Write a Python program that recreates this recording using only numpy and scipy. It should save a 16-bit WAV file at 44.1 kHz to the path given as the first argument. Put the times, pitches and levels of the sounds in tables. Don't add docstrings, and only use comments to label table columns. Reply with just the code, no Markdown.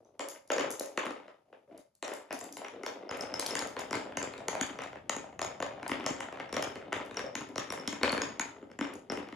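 import sys
import numpy as np
from scipy import signal
from scipy.fft import rfft, irfft, next_fast_len
from scipy.io import wavfile
from scipy.ndimage import uniform_filter1d, minimum_filter1d

SR = 44100
rng = np.random.default_rng(int(sys.argv[2]) if len(sys.argv) > 2 else 0)


def pcm_store(signal):
    levels = np.round(np.clip(np.atleast_2d(signal), -1, 1) * 32767)
    wavfile.write(sys.argv[1], SR, levels.astype(np.int16).T)


N = 412335


def amp(db):
    return 10 ** (np.asarray(db) / 20)


def rms_one(x):
    return x / np.sqrt(np.mean(x ** 2) + 1e-20)


def at_hz(points, hz):
    curve_hz, values = np.transpose(points)
    return np.interp(np.log(np.maximum(hz, 1)), np.log(np.maximum(curve_hz, 1)), values)


def in_time(rows):
    s, *columns = np.transpose(rows)
    return [np.interp(np.arange(N) / SR, s, column) for column in columns]


def in_frequency(x, response):
    size = next_fast_len(N + SR)
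    hz = np.arange(size // 2 + 1) * SR / size
    return irfft(rfft(x, size) * response(hz), size)[..., :N]


def band(x, low_hz, high_hz, order):
    edges = [low_hz, min(high_hz, .45 * SR)]
    return signal.sosfilt(signal.butter(order, edges, "band", fs=SR, output="sos"), x)


def ring(clicks, hz, t60):
    r, w = amp(-60 / (t60 * SR)), 2 * np.pi * hz / SR
    return signal.lfilter([0, np.sin(w)], [1, -2 * r * np.cos(w), r * r], clicks + 1e-18)


def wood(modes, at, level_db, spread_db, centre_hz, focus_db, scatter_s):
    chance = rng.standard_normal((len(at), len(modes), 2))
    out = np.zeros(N)
    for k, (hz, mode_db, t60) in enumerate(modes):
        lag = (np.abs(chance[:, k, 1]) * scatter_s * SR).astype(int)
        away_db = focus_db * np.abs(np.log2(hz / centre_hz))
        strike_db = level_db + mode_db - away_db + spread_db * chance[:, k, 0]
        clicks = np.zeros(N)
        clicks[np.minimum(at + lag, N - 1)] = amp(strike_db) * (-1) ** k
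        out += ring(clicks, hz, t60)
    return out


RUN_RISE_S, RUN_FADE_S = 0.004, 0.074


def run_on(level_db):
    power = np.zeros(N)
    power[np.round(np.array(BLOWS)[:, 0] * SR).astype(int)] = amp(2 * level_db)
    rise, fade = np.exp(-2 / (RUN_RISE_S * SR)), np.exp(-2 / (RUN_FADE_S * SR))
    risen = signal.lfilter([1 - rise], [1, -rise], power + 1e-18)
    return np.sqrt(signal.lfilter([1], [1, -fade], risen))


# time in seconds, rumble in dB, rattle in dB.
ROLL = [(0.0, -53.5, -81), (0.4, -68, -72), (0.7, -43, -70), (1.3, -70.5, -78.5), (1.62, -59, -100),
        (1.705, -63, -94), (1.72, -51, -71), (1.81, -60.5, -64), (1.86, -82, -83), (1.9, -99, -99),
        (2.1, -86, -59.5), (2.4, -54.5, -67), (3.0, -45.5, -62.5), (3.5, -42.5, -41), (3.75, -51, -60),
        (4.4, -43, -56), (5.1, -57, -88), (5.9, -46.5, -52), (7.6, -48.5, -69), (8.1, -48, -51),
        (8.64, -53, -80), (9.35, -55.5, -69)]
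RUN_RUMBLE_DB, RUN_RATTLE_DB = -19.5, -22
LUMPS_PER_S, LUMPS_DB = 27, 2


def rolling():
    rumble_db, rattle_db = in_time(ROLL)
    s, knock_db, thud_db, thud_hz, *_ = np.transpose(BLOWS)
    at = np.flatnonzero(rng.random(N) < 350. / SR)
    lumps = rms_one(uniform_filter1d(rng.standard_normal(N), size=int(SR / LUMPS_PER_S)))
    size_db = 2.5 * np.minimum(rng.exponential(1, len(at)), 3.5) + LUMPS_DB * lumps[at]
    rumble_hz = thud_hz[np.maximum(np.searchsorted(s * SR, at) - 1, 0)]
    rumble = wood(THUD_MODES, at, size_db, spread_db=3.0, centre_hz=rumble_hz, focus_db=7.0, scatter_s=.002)
    rattle = wood(KNOCK_MODES, at, size_db, spread_db=5.0, centre_hz=1110.0, focus_db=5.0, scatter_s=.0005)
    rumble = rms_one(band(rumble, 222.0, 1380.0, order=3))
    rattle = rms_one(band(rattle, 400.0, 7100.0, order=2))
    rumble_height = np.hypot(amp(rumble_db), run_on(thud_db + RUN_RUMBLE_DB))
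    rattle_height = np.hypot(amp(rattle_db), run_on(knock_db + RUN_RATTLE_DB))
    return rumble_height * rumble + rattle_height * rattle


# time in seconds, level in dB.
DRONE = [(0.0, -73), (1.9, -80), (2.97, -98), (3.15, -61.5), (5.0, -56), (9.35, -65)]
# time in seconds, gain in dB.
DRONE_FOLLOWS = [(0.0, -5.5), (2.97, 3.5), (3.15, 13.5), (7.4, 16.5), (9.35, 12)]
RUN_DRONE_DB = -41.5


def drone():
    (level_db,), (follows_db,) = in_time(DRONE), in_time(DRONE_FOLLOWS)
    shared, unlike = band(rng.standard_normal((2, N)), 26.0, 182.0, order=2)
    both = shared + amp(-14.0) * np.array([[1], [-1]]) * unlike
    runs = amp(follows_db) * run_on(np.array(BLOWS)[:, 2] + RUN_DRONE_DB)
    return np.hypot(amp(level_db), runs) * rms_one(both)


def bending(hz, lag_s, power):
    lag = lag_s * (np.maximum(hz, 150.) / 1000) ** -power
    return np.exp(-2j * np.pi * np.cumsum(lag) * hz[1])


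def noise_bursts(times, level_db, t60, low_hz, high_hz):
    t, out = np.arange(600) / SR, np.zeros(N + 600)
    noise = rng.standard_normal((len(times), len(t))) * amp(-60 * t / t60)
    bursts = band(noise, low_hz, high_hz, order=3)
    for s, gain, burst in zip(times, amp(level_db), bursts):
        out[round(s * SR):][:len(t)] += gain * burst / np.abs(burst).max()
    return out[:N]


# start in seconds, knock in dB, thud in dB,
# thud centre in Hz, ping in dB, ping pitch in Hz, crack in dB.
BLOWS = [(0.048, -109, -63, 548, -50, 6040, -52), (0.194, -19.5, -18, 543, -48, 6400, -21.5),
         (0.502, -14, -16.5, 530, -37, 5700, -28), (0.518, -19, -13, 486, -23, 6650, -20.5),
         (0.563, -26, -18, 516, -31, 6600, -32), (0.582, -15, -14, 512, -30, 5700, -23),
         (0.595, -24, -50, 514, -27, 6880, -27), (0.609, -19, -19.5, 465, -34, 5650, -27),
         (0.645, -23.5, -29, 478, -48, 6570.0, -54), (0.807, -28, -22, 506, -45, 7200, -61),
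         (0.832, -35, -34.5, 520, -46, 5600, -53), (0.975, -12.5, -15.5, 413, -28, 4240, -23.5),
         (1.065, -20, -18.5, 353, -39, 3900, -38), (1.107, -35, -24, 440.0, -41.5, 5600, -36),
         (1.28, -36, -34, 572, -57, 4000, -51.5), (1.527, -38.5, -38.5, 488, -77, 3820, -72),
         (1.711, -47, -37.5, 335, -82, 3840.0, -107), (1.782, -47, -53.5, 583, -81.5, 5300.0, -72),
         (2.026, -22, -20, 510, -29.5, 7400, -25), (2.048, -34, -29.5, 560, -32, 5700, -44),
         (2.079, -25, -25.5, 495, -35, 5700, -28.5), (2.116, -26, -27.5, 455, -48, 5100, -56),
         (2.307, -23.5, -25, 607, -39, 5320.0, -45), (2.332, -40, -29, 310, -49, 5400, -55),
         (2.411, -31, -31, 473, -29.5, 7250, -35), (2.569, -30.5, -35, 518, -38, 7100, -30.5),
         (2.616, -32, -30, 540, -53, 5600, -55), (2.646, -25, -31, 470, -38, 5730, -43),
         (2.683, -30.5, -34, 400, -42, 5860, -35), (2.834, -25, -26, 410, -38, 5500, -34),
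         (2.863, -21.5, -27.5, 497, -26, 5450, -23), (3.092, -26.5, -32, 576, -28, 5220, -50),
         (3.111, -19.5, -22, 520, -37, 6600, -31), (3.148, -36, -29, 530, -44, 5240, -49),
         (3.193, -30, -30.5, 520, -53, 5340, -52), (3.209, -33, -32.5, 540, -21, 5200, -24.5),
         (3.235, -27, -23.5, 538, -47, 5400.0, -49), (3.34, -25.5, -27, 486, -18.5, 5230.0, -26),
         (3.396, -24.5, -26.5, 466, -24, 4800, -19), (3.424, -27, -30, 550, -37, 5300, -47),
         (3.463, -36, -28, 570, -25, 4500, -16.5), (3.508, -38, -25.5, 470.0, -22, 5260, -29),
         (3.526, -34, -28, 520, -45, 5300, -45), (3.553, -17.5, -22.5, 416, -28, 6430, -17),
         (3.591, -28, -30, 477, -22.5, 5400, -18.5), (3.622, -23.5, -21, 547, -30, 6800, -47),
         (3.766, -24, -24, 487, -39, 4300, -40), (3.791, -25, -26, 560, -38, 4680, -29),
         (3.909, -22, -21, 380, -33, 5540, -30), (3.929, -14.5, -22, 368, -26, 5600, -21.5),
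         (3.953, -33, -18.5, 394, -28, 7170, -26), (4.06, -43, -29.5, 627, -55, 5500, -59),
         (4.122, -29.5, -28, 360, -60, 3800, -47), (4.171, -18, -21, 414, -24, 6610, -20.5),
         (4.215, -25, -27, 422, -50, 5500, -45), (4.228, -28, -24, 417, -25, 7130, -26.5),
         (4.272, -27.5, -31.5, 500, -53, 5500, -50), (4.337, -29, -41, 390, -41, 4280, -41),
         (4.379, -36, -40, 384, -41, 3800.0, -36), (4.403, -35, -32.5, 630, -58, 5460, -59),
         (4.483, -18, -22.5, 430, -24, 6630, -21), (4.528, -32, -24, 554, -50, 5500, -50),
         (4.551, -22, -21, 605, -43, 4000, -31.5), (4.611, -18.5, -24, 290, -17.5, 6700, -17),
         (4.666, -30, -40, 340, -47, 6600, -35), (4.755, -37, -34, 610, -53, 5500, -55),
         (4.788, -23, -29, 503, -37, 5780, -39), (4.819, -28.5, -37, 695, -42, 5760, -34),
         (4.837, -34, -55, 448, -40, 5700, -33.5), (4.859, -33, -35.5, 652, -55, 5800, -50),
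         (4.93, -34, -34, 467, -55, 5700, -53), (4.956, -33.5, -29, 474, -57, 5800, -52),
         (5.095, -16, -24.5, 504, -17, 6690, -22), (5.165, -29.5, -28, 353, -31, 6700, -31),
         (5.241, -43, -40, 660, -51, 6700, -53), (5.329, -47, -41, 590, -58, 6700, -62),
         (5.392, -23.5, -24, 618, -31, 6500, -33.5), (5.416, -21.5, -26.5, 610, -26, 6900, -24),
         (5.4266, -31, -27, 640, -26.5, 5300, -35), (5.4467, -28, -30, 642, -28.5, 6650, -29),
         (5.602, -26.5, -23, 570, -35, 6660, -40), (5.625, -20.5, -23, 630, -30, 6780, -30.5),
         (5.6642, -32, -27, 670, -58, 4660, -38), (5.797, -38, -44, 646, -57, 5500, -61),
         (5.829, -27, -29.5, 406, -43, 4000, -40), (5.863, -27, -31, 593, -41, 4240, -65),
         (5.894, -22, -22, 357, -51, 7000, -33), (5.9161, -16, -17, 378, -33, 5330, -28.5),
         (5.999, -30, -29, 341, -45, 5300, -41), (6.041, -28, -29, 340, -45, 5300, -41),
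         (6.063, -17.5, -21.5, 580, -22, 5400, -18.5), (6.093, -26, -30, 413, -45, 5360, -45),
         (6.104, -29, -27.5, 302, -31, 7060, -36), (6.13, -34, -30, 557, -50, 5400, -40),
         (6.205, -21, -28, 595, -37, 5480, -27), (6.325, -31, -31, 590, -47, 5660, -42),
         (6.372, -30, -43, 675, -56, 4150.0, -49), (6.399, -23.5, -30, 590, -41, 5670, -41.5),
         (6.492, -33, -45, 488, -48, 5560, -50), (6.527, -24, -23.5, 350, -36, 5500, -23.5),
         (6.542, -24, -31, 515, -29, 5640, -41), (6.566, -17.5, -18.5, 472, -22, 5620, -22.5),
         (6.593, -40, -32, 660, -45, 5460, -45), (6.625, -19.5, -26, 538, -27, 5320, -19),
         (6.667, -31, -27, 425, -50, 5500, -47), (6.756, -29, -26.5, 404, -43, 4430, -40),
         (6.824, -35, -34.5, 386, -58, 3830, -64), (6.922, -20.5, -26.5, 460, -65, 3900, -50),
         (6.928, -16.5, -23, 456, -56, 3830, -25.5), (6.963, -25, -25, 450, -29, 3560, -48),
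         (7.111, -34, -29, 377, -39, 3730, -43), (7.144, -34, -47, 402, -44, 6160, -42),
         (7.17, -24.5, -28, 490, -19.5, 5570, -29), (7.192, -21, -26, 438, -52, 5360, -31),
         (7.239, -38, -24, 505, -55, 5400, -55), (7.264, -52, -32, 580, -35, 5350, -50),
         (7.353, -20, -26.5, 290, -27, 6620, -22.5), (7.408, -30, -29.5, 347, -55, 7160, -35),
         (7.558, -25, -24, 514, -31.5, 5600, -31), (7.58, -18, -23, 391, -24, 5500, -20.5),
         (7.703, -22, -27, 372, -24, 5580, -28.5), (7.722, -23, -23, 522, -48, 5440, -37),
         (7.775, -27.5, -30.5, 410, -39, 5380, -58), (7.798, -46, -31, 390, -32.5, 5380, -44),
         (7.855, -33, -37, 342, -61, 5550, -62), (7.876, -21.5, -23, 313, -18.5, 5480, -20),
         (7.927, -25.5, -26.5, 318, -32, 6800, -33), (8.012, -27, -25.5, 380, -38, 3750, -52),
         (8.032, -8.5, -10.5, 440, -17, 4400, -19), (8.094, -24, -45, 487, -17.5, 4360, -35),
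         (8.1272, -15, -15, 417, -22, 4450, -41), (8.166, -37, -48, 403, -42, 5260, -48),
         (8.178, -19, -16, 434, -27.5, 4360, -33), (8.218, -33, -46, 360, -23.5, 5450, -30),
         (8.218, -18.5, -20, 353, -19, 6660, -23.5), (8.396, -18, -24, 321, -19.5, 6700, -21),
         (8.498, -56, -40, 376, -61, 6640, -73), (8.627, -43, -30.5, 364, -59, 7090.0, -101),
         (8.7, -46, -44, 356, -67, 5460, -74), (8.715, -40, -35, 317, -50, 5270, -52),
         (8.789, -24, -22.5, 364, -34, 6970, -41), (8.81, -18, -19, 326, -33, 5300, -35),
         (8.844, -53, -50, 338, -36, 5500, -47), (8.873, -54, -32, 312, -44, 7000, -59),
         (8.954, -53, -28, 345, -41, 6750, -48), (9.099, -23.5, -24.5, 397, -22, 5430, -39),
         (9.12, -24.5, -21, 378, -47, 5030, -30), (9.173, -23, -19, 358, -58, 5540, -35),
         (9.287, -35.5, -37.5, 322, -59, 5600, -45), (9.325, -30, -29, 334, -45, 4040, -45)]
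# pitch in Hz, relative level in dB, t60 in seconds.
THUD_MODES = [(201.6, -7, 0.14), (281.2, 3, 0.04), (330, 2.5, 0.0087), (392.4, 2, 0.016), (431, 1, 0.021),
              (516, 1.5, 0.019), (675, 7.5, 0.012)]
KNOCK_MODES = [(810, -1, 0.0074), (1004, 0.5, 0.011), (1240, 0.5, 0.0071), (1468, 3, 0.0064),
               (1870, 2.5, 0.0069), (2123, 2, 0.0099), (2505, -1, 0.0088), (2924, 4.5, 0.0067),
               (3580, 0, 0.0056), (4500, -3.5, 0.0025)]
# thud centre in Hz, knock centre in Hz.
KNOCK_HZ_BY_THUD = [(300, 1570), (345, 1140), (400, 1300), (500, 1200), (620, 1220), (680, 1100)]
PING_T60_S, CRACK_T60_S, TICK_T60_S = .016, .007, 0.03
TICK_UNDER_CRACK_DB = 13.5


def blows():
    s, knock_db, thud_db, thud_hz, ping_db, ping_hz, crack_db = np.transpose(BLOWS)
    at = np.round(s * SR).astype(int)
    knock_hz = at_hz(KNOCK_HZ_BY_THUD, thud_hz)
    thuds = wood(THUD_MODES, at, thud_db, spread_db=2.5, centre_hz=thud_hz, focus_db=24.0, scatter_s=0.00027)
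    knocks = wood(KNOCK_MODES, at, knock_db, spread_db=1.5, centre_hz=knock_hz, focus_db=8.5, scatter_s=.00005)
    body = band(thuds, 174.0, 1930.0, order=3) + band(knocks, 370.0, 2900.0, order=2)
    body = in_frequency(body, lambda hz: bending(hz, lag_s=0.001112, power=0.721))
    cracks = noise_bursts(s, crack_db, CRACK_T60_S, low_hz=2350.0, high_hz=8330.0)
    ticks = noise_bursts(s, crack_db - TICK_UNDER_CRACK_DB, TICK_T60_S, low_hz=7150.0, high_hz=14650.0)
    t, pings = np.arange(2000) / SR, np.zeros(N)
    envelope = amp(-60 * t / PING_T60_S) * (1 - np.exp(-t / .0005))
    for i, hz, gain in zip(at, ping_hz, amp(ping_db)):
        ping = np.sin(2 * np.pi * hz * t) * envelope
        pings[i:i + len(t)] += gain * ping[:N - i]
    return body + cracks + ticks, pings


# time in seconds, gain below BASS_HZ in dB.
BASS = [(0.0, -11.5), (1.9, -3.5), (2.97, -4), (3.15, 2.5), (9.35, 2)]
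BASS_HZ = 255


def by_height(x):
    bass = in_frequency(x, lambda hz: 1 / (1 + (hz / BASS_HZ) ** 8))
    return x + (amp(in_time(BASS)[0]) - 1) * bass


# start in seconds, level in dB.
CLACKS = [(0.2862, -22), (0.4758, -38.5), (0.705, -21.5), (0.713, -23.5), (0.7234, -28), (0.796, -20),
          (0.8587, -34), (1.055, -36), (1.7772, -37), (1.952, -40), (2.137, -27.5), (2.3275, -24.5),
          (2.39, -28.5), (2.4405, -31), (2.5253, -27.5), (2.576, -31), (3.1725, -34.5), (3.3953, -21),
          (3.466, -21), (3.4774, -39), (3.5897, -46), (3.673, -31), (3.7948, -29.5), (5.8792, -25.5),
          (6.971, -42), (7.051, -48), (7.061, -42), (7.489, -48), (7.7232, -23), (8.12, -25),
          (8.9374, -36.5)]
CLACK_T60_S = 0.017


def clacks():
    return noise_bursts(*np.transpose(CLACKS), CLACK_T60_S, low_hz=4700.0, high_hz=15500.0)


# start in seconds, length in seconds, pitch in Hz, level in dB.
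HUMS = [(0.562, 0.18, 405, -42), (1.678, 0.015, 544, -52), (1.72, 0.078, 296, -55),
        (1.708, 0.046, 670, -50.5), (1.775, 0.018, 580, -49), (2.305, 0.073, 275, -52),
        (2.36, 0.085, 688, -47.5), (2.42, 0.044, 287, -51.5), (2.463, .15, 295, -53.5),
        (2.71, 0.094, 469, -47.5), (2.872, 0.045, 447, -46), (2.96, .06, 296, -57)]
HUM_T60_S = 0.08
HOLLOW_HZ, HOLLOW_T60_S, HOLLOW_DB, HOLLOW_FOCUS_DB = 294, 0.13, -24.5, 18.5


def hums():
    t = np.arange(N) / SR
    thud_db, thud_hz = np.transpose(BLOWS)[2:4]
    hollow_db = thud_db + HOLLOW_DB - HOLLOW_FOCUS_DB * np.abs(np.log2(thud_hz / HOLLOW_HZ))
    out = run_on(hollow_db) * rms_one(ring(rng.standard_normal(N), HOLLOW_HZ, HOLLOW_T60_S))
    for s, length, hz, level_db in HUMS:
        gate = np.clip(np.minimum((t - s) / .006, (s + length - t) / 0.019 + 1), 0, 1)
        out += amp(level_db) * gate * rms_one(ring(rng.standard_normal(N), hz, HUM_T60_S))
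    return out


# frequency in Hz, t60 in seconds.
ECHO_T60 = [(60, 1), (260, 0.35), (700, 0.5), (1840, 0.34), (4850, 0.36), (12000, 0.31)]
# frequency in Hz, level in dB.
ECHO_COLOUR = [(60, -28), (250, -5.5), (700, 0), (2000, 2.5), (4000, 2.5), (5300, 1), (6700, 3), (7500, -1),
               (12000, 1.5)]
ECHO_DB = -25.5
PLACES = 4


def room(x):
    t, edges = np.arange(SR) / SR, 45 * 2 ** np.arange(0, 9, .5)
    lumps = rms_one(uniform_filter1d(rng.standard_normal((PLACES, 1, SR)), size=60))
    echoes = rng.standard_normal((PLACES, 2, SR)) * amp(4.5 * lumps * np.exp(-t / 0.03))
    tails = np.zeros((PLACES, 2, SR))
    for low, high in zip(edges, edges[1:]):
        noise = signal.sosfilt(signal.butter(2, [low, high], "band", fs=SR, output="sos"), echoes)
        hz = np.sqrt(low * high)
        tails += noise * amp(at_hz(ECHO_COLOUR, hz) - 60 * t / at_hz(ECHO_T60, hz))
    build_up = np.clip((t - .004) / .008, 0, 1)
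    place = np.searchsorted(np.array(BLOWS)[:, 0] * SR - 20, np.arange(N)) % PLACES
    parts = x * (place == np.arange(PLACES)[:, None])
    answers = signal.fftconvolve(parts[:, None], tails * build_up, axes=2)[..., :N]
    return answers.sum(axis=0) * amp(ECHO_DB)


# time in seconds, direct sound in dB.
DIRECT = [(0, -5.5), (.45, -3), (.9, 1), (1.2, -1.5), (2.1, -1.5), (3, -0.5), (4, -1), (4.8, 1), (5.3, 2),
          (5.7, 3), (6, 0.5), (6.5, 0.5), (7.3, 0.5), (8, 0), (8.6, 1.5), (9.35, 1)]
# frequency in Hz, gain in dB.
UNLIKE = [(60, -11), (250, -5.5), (600, 0.5), (1500, -1), (3500, -2), (6000, -0.5), (8300, -27),
          (12000, -32)]
PING_ECHO_DB = -4
ROLL_ECHO_DB, HUSH_DB = -4.5, -79


def scene():
    wooden, pings = blows()
    hits = by_height(wooden) + clacks()
    roll = by_height(rolling()) + hums()
    to_walls = hits + amp(PING_ECHO_DB) * pings + amp(ROLL_ECHO_DB) * roll
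    shared, unlike = room(to_walls) + amp(HUSH_DB) * rng.standard_normal((2, N))
    unlike = in_frequency(unlike, lambda hz: amp(at_hz(UNLIKE, hz)))
    direct = amp(in_time(DIRECT)[0]) * hits + pings + roll
    return direct + drone() + shared + np.array([[1], [-1]]) * unlike


SUPPRESS_BELOW_DB, SUPPRESS_MOST_DB = -50.5, 14
SUPPRESS_SLOPE = 0.4


def suppressor(x):
    upper = signal.sosfilt(signal.butter(2, 300., "high", fs=SR, output="sos"), x)
    r = np.exp(-1 / (0.0043 * SR))
    power = signal.lfilter([1 - r], [1, -r], np.mean(upper ** 2, axis=0))
    level_db = 10 * np.log10(power + 1e-14)
    cut_db = np.clip(SUPPRESS_SLOPE * (SUPPRESS_BELOW_DB - level_db), 0, SUPPRESS_MOST_DB)
    cut_db = minimum_filter1d(cut_db, size=301)
    treated = in_frequency(x * amp(-cut_db), lambda hz: hz > 250.)
    return treated + in_frequency(x, lambda hz: hz <= 250.)


# frequency in Hz, gain in dB.
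MICROPHONE = [(30, -23), (100, -4), (3000, -4), (6500, -2), (8000, 1.5), (10000, -2), (12000, -6),
              (14000, -28.5), (15000, -10.5), (16000, -15)]
# frequency in Hz, left minus right in dB.
BALANCE = [(60, 3.5), (110, -1.5), (200, 3.5), (380, 1.5), (700, 2.5), (1290, 1.5), (2380, 2.5), (4400, 6),
           (8120, 1), (15000, -0.5)]
# frequency in Hz, lead in radians.
PORT_PHASE = [(0, 0), (2000, .5), (4800, .5), (6000, -.2), (8300, -3.14), (11500, -6.2), (14500, -9.4),
              (17000, -11)]
CUTOFF_HZ = 16300


def record(dry):
    side = np.array([[.5], [-.5]])
    phase_hz, lead = np.transpose(PORT_PHASE)

    def port_response(hz):
        gain = amp(at_hz(MICROPHONE, hz) + side * at_hz(BALANCE, hz))
        return gain * np.exp(1j * side * np.interp(hz, phase_hz, lead))

    ports = suppressor(in_frequency(dry, port_response))
    return signal.sosfilt(signal.cheby2(12, 70, CUTOFF_HZ, fs=SR, output="sos"), ports)


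dry = scene()
out = record(dry)
pcm_store(out)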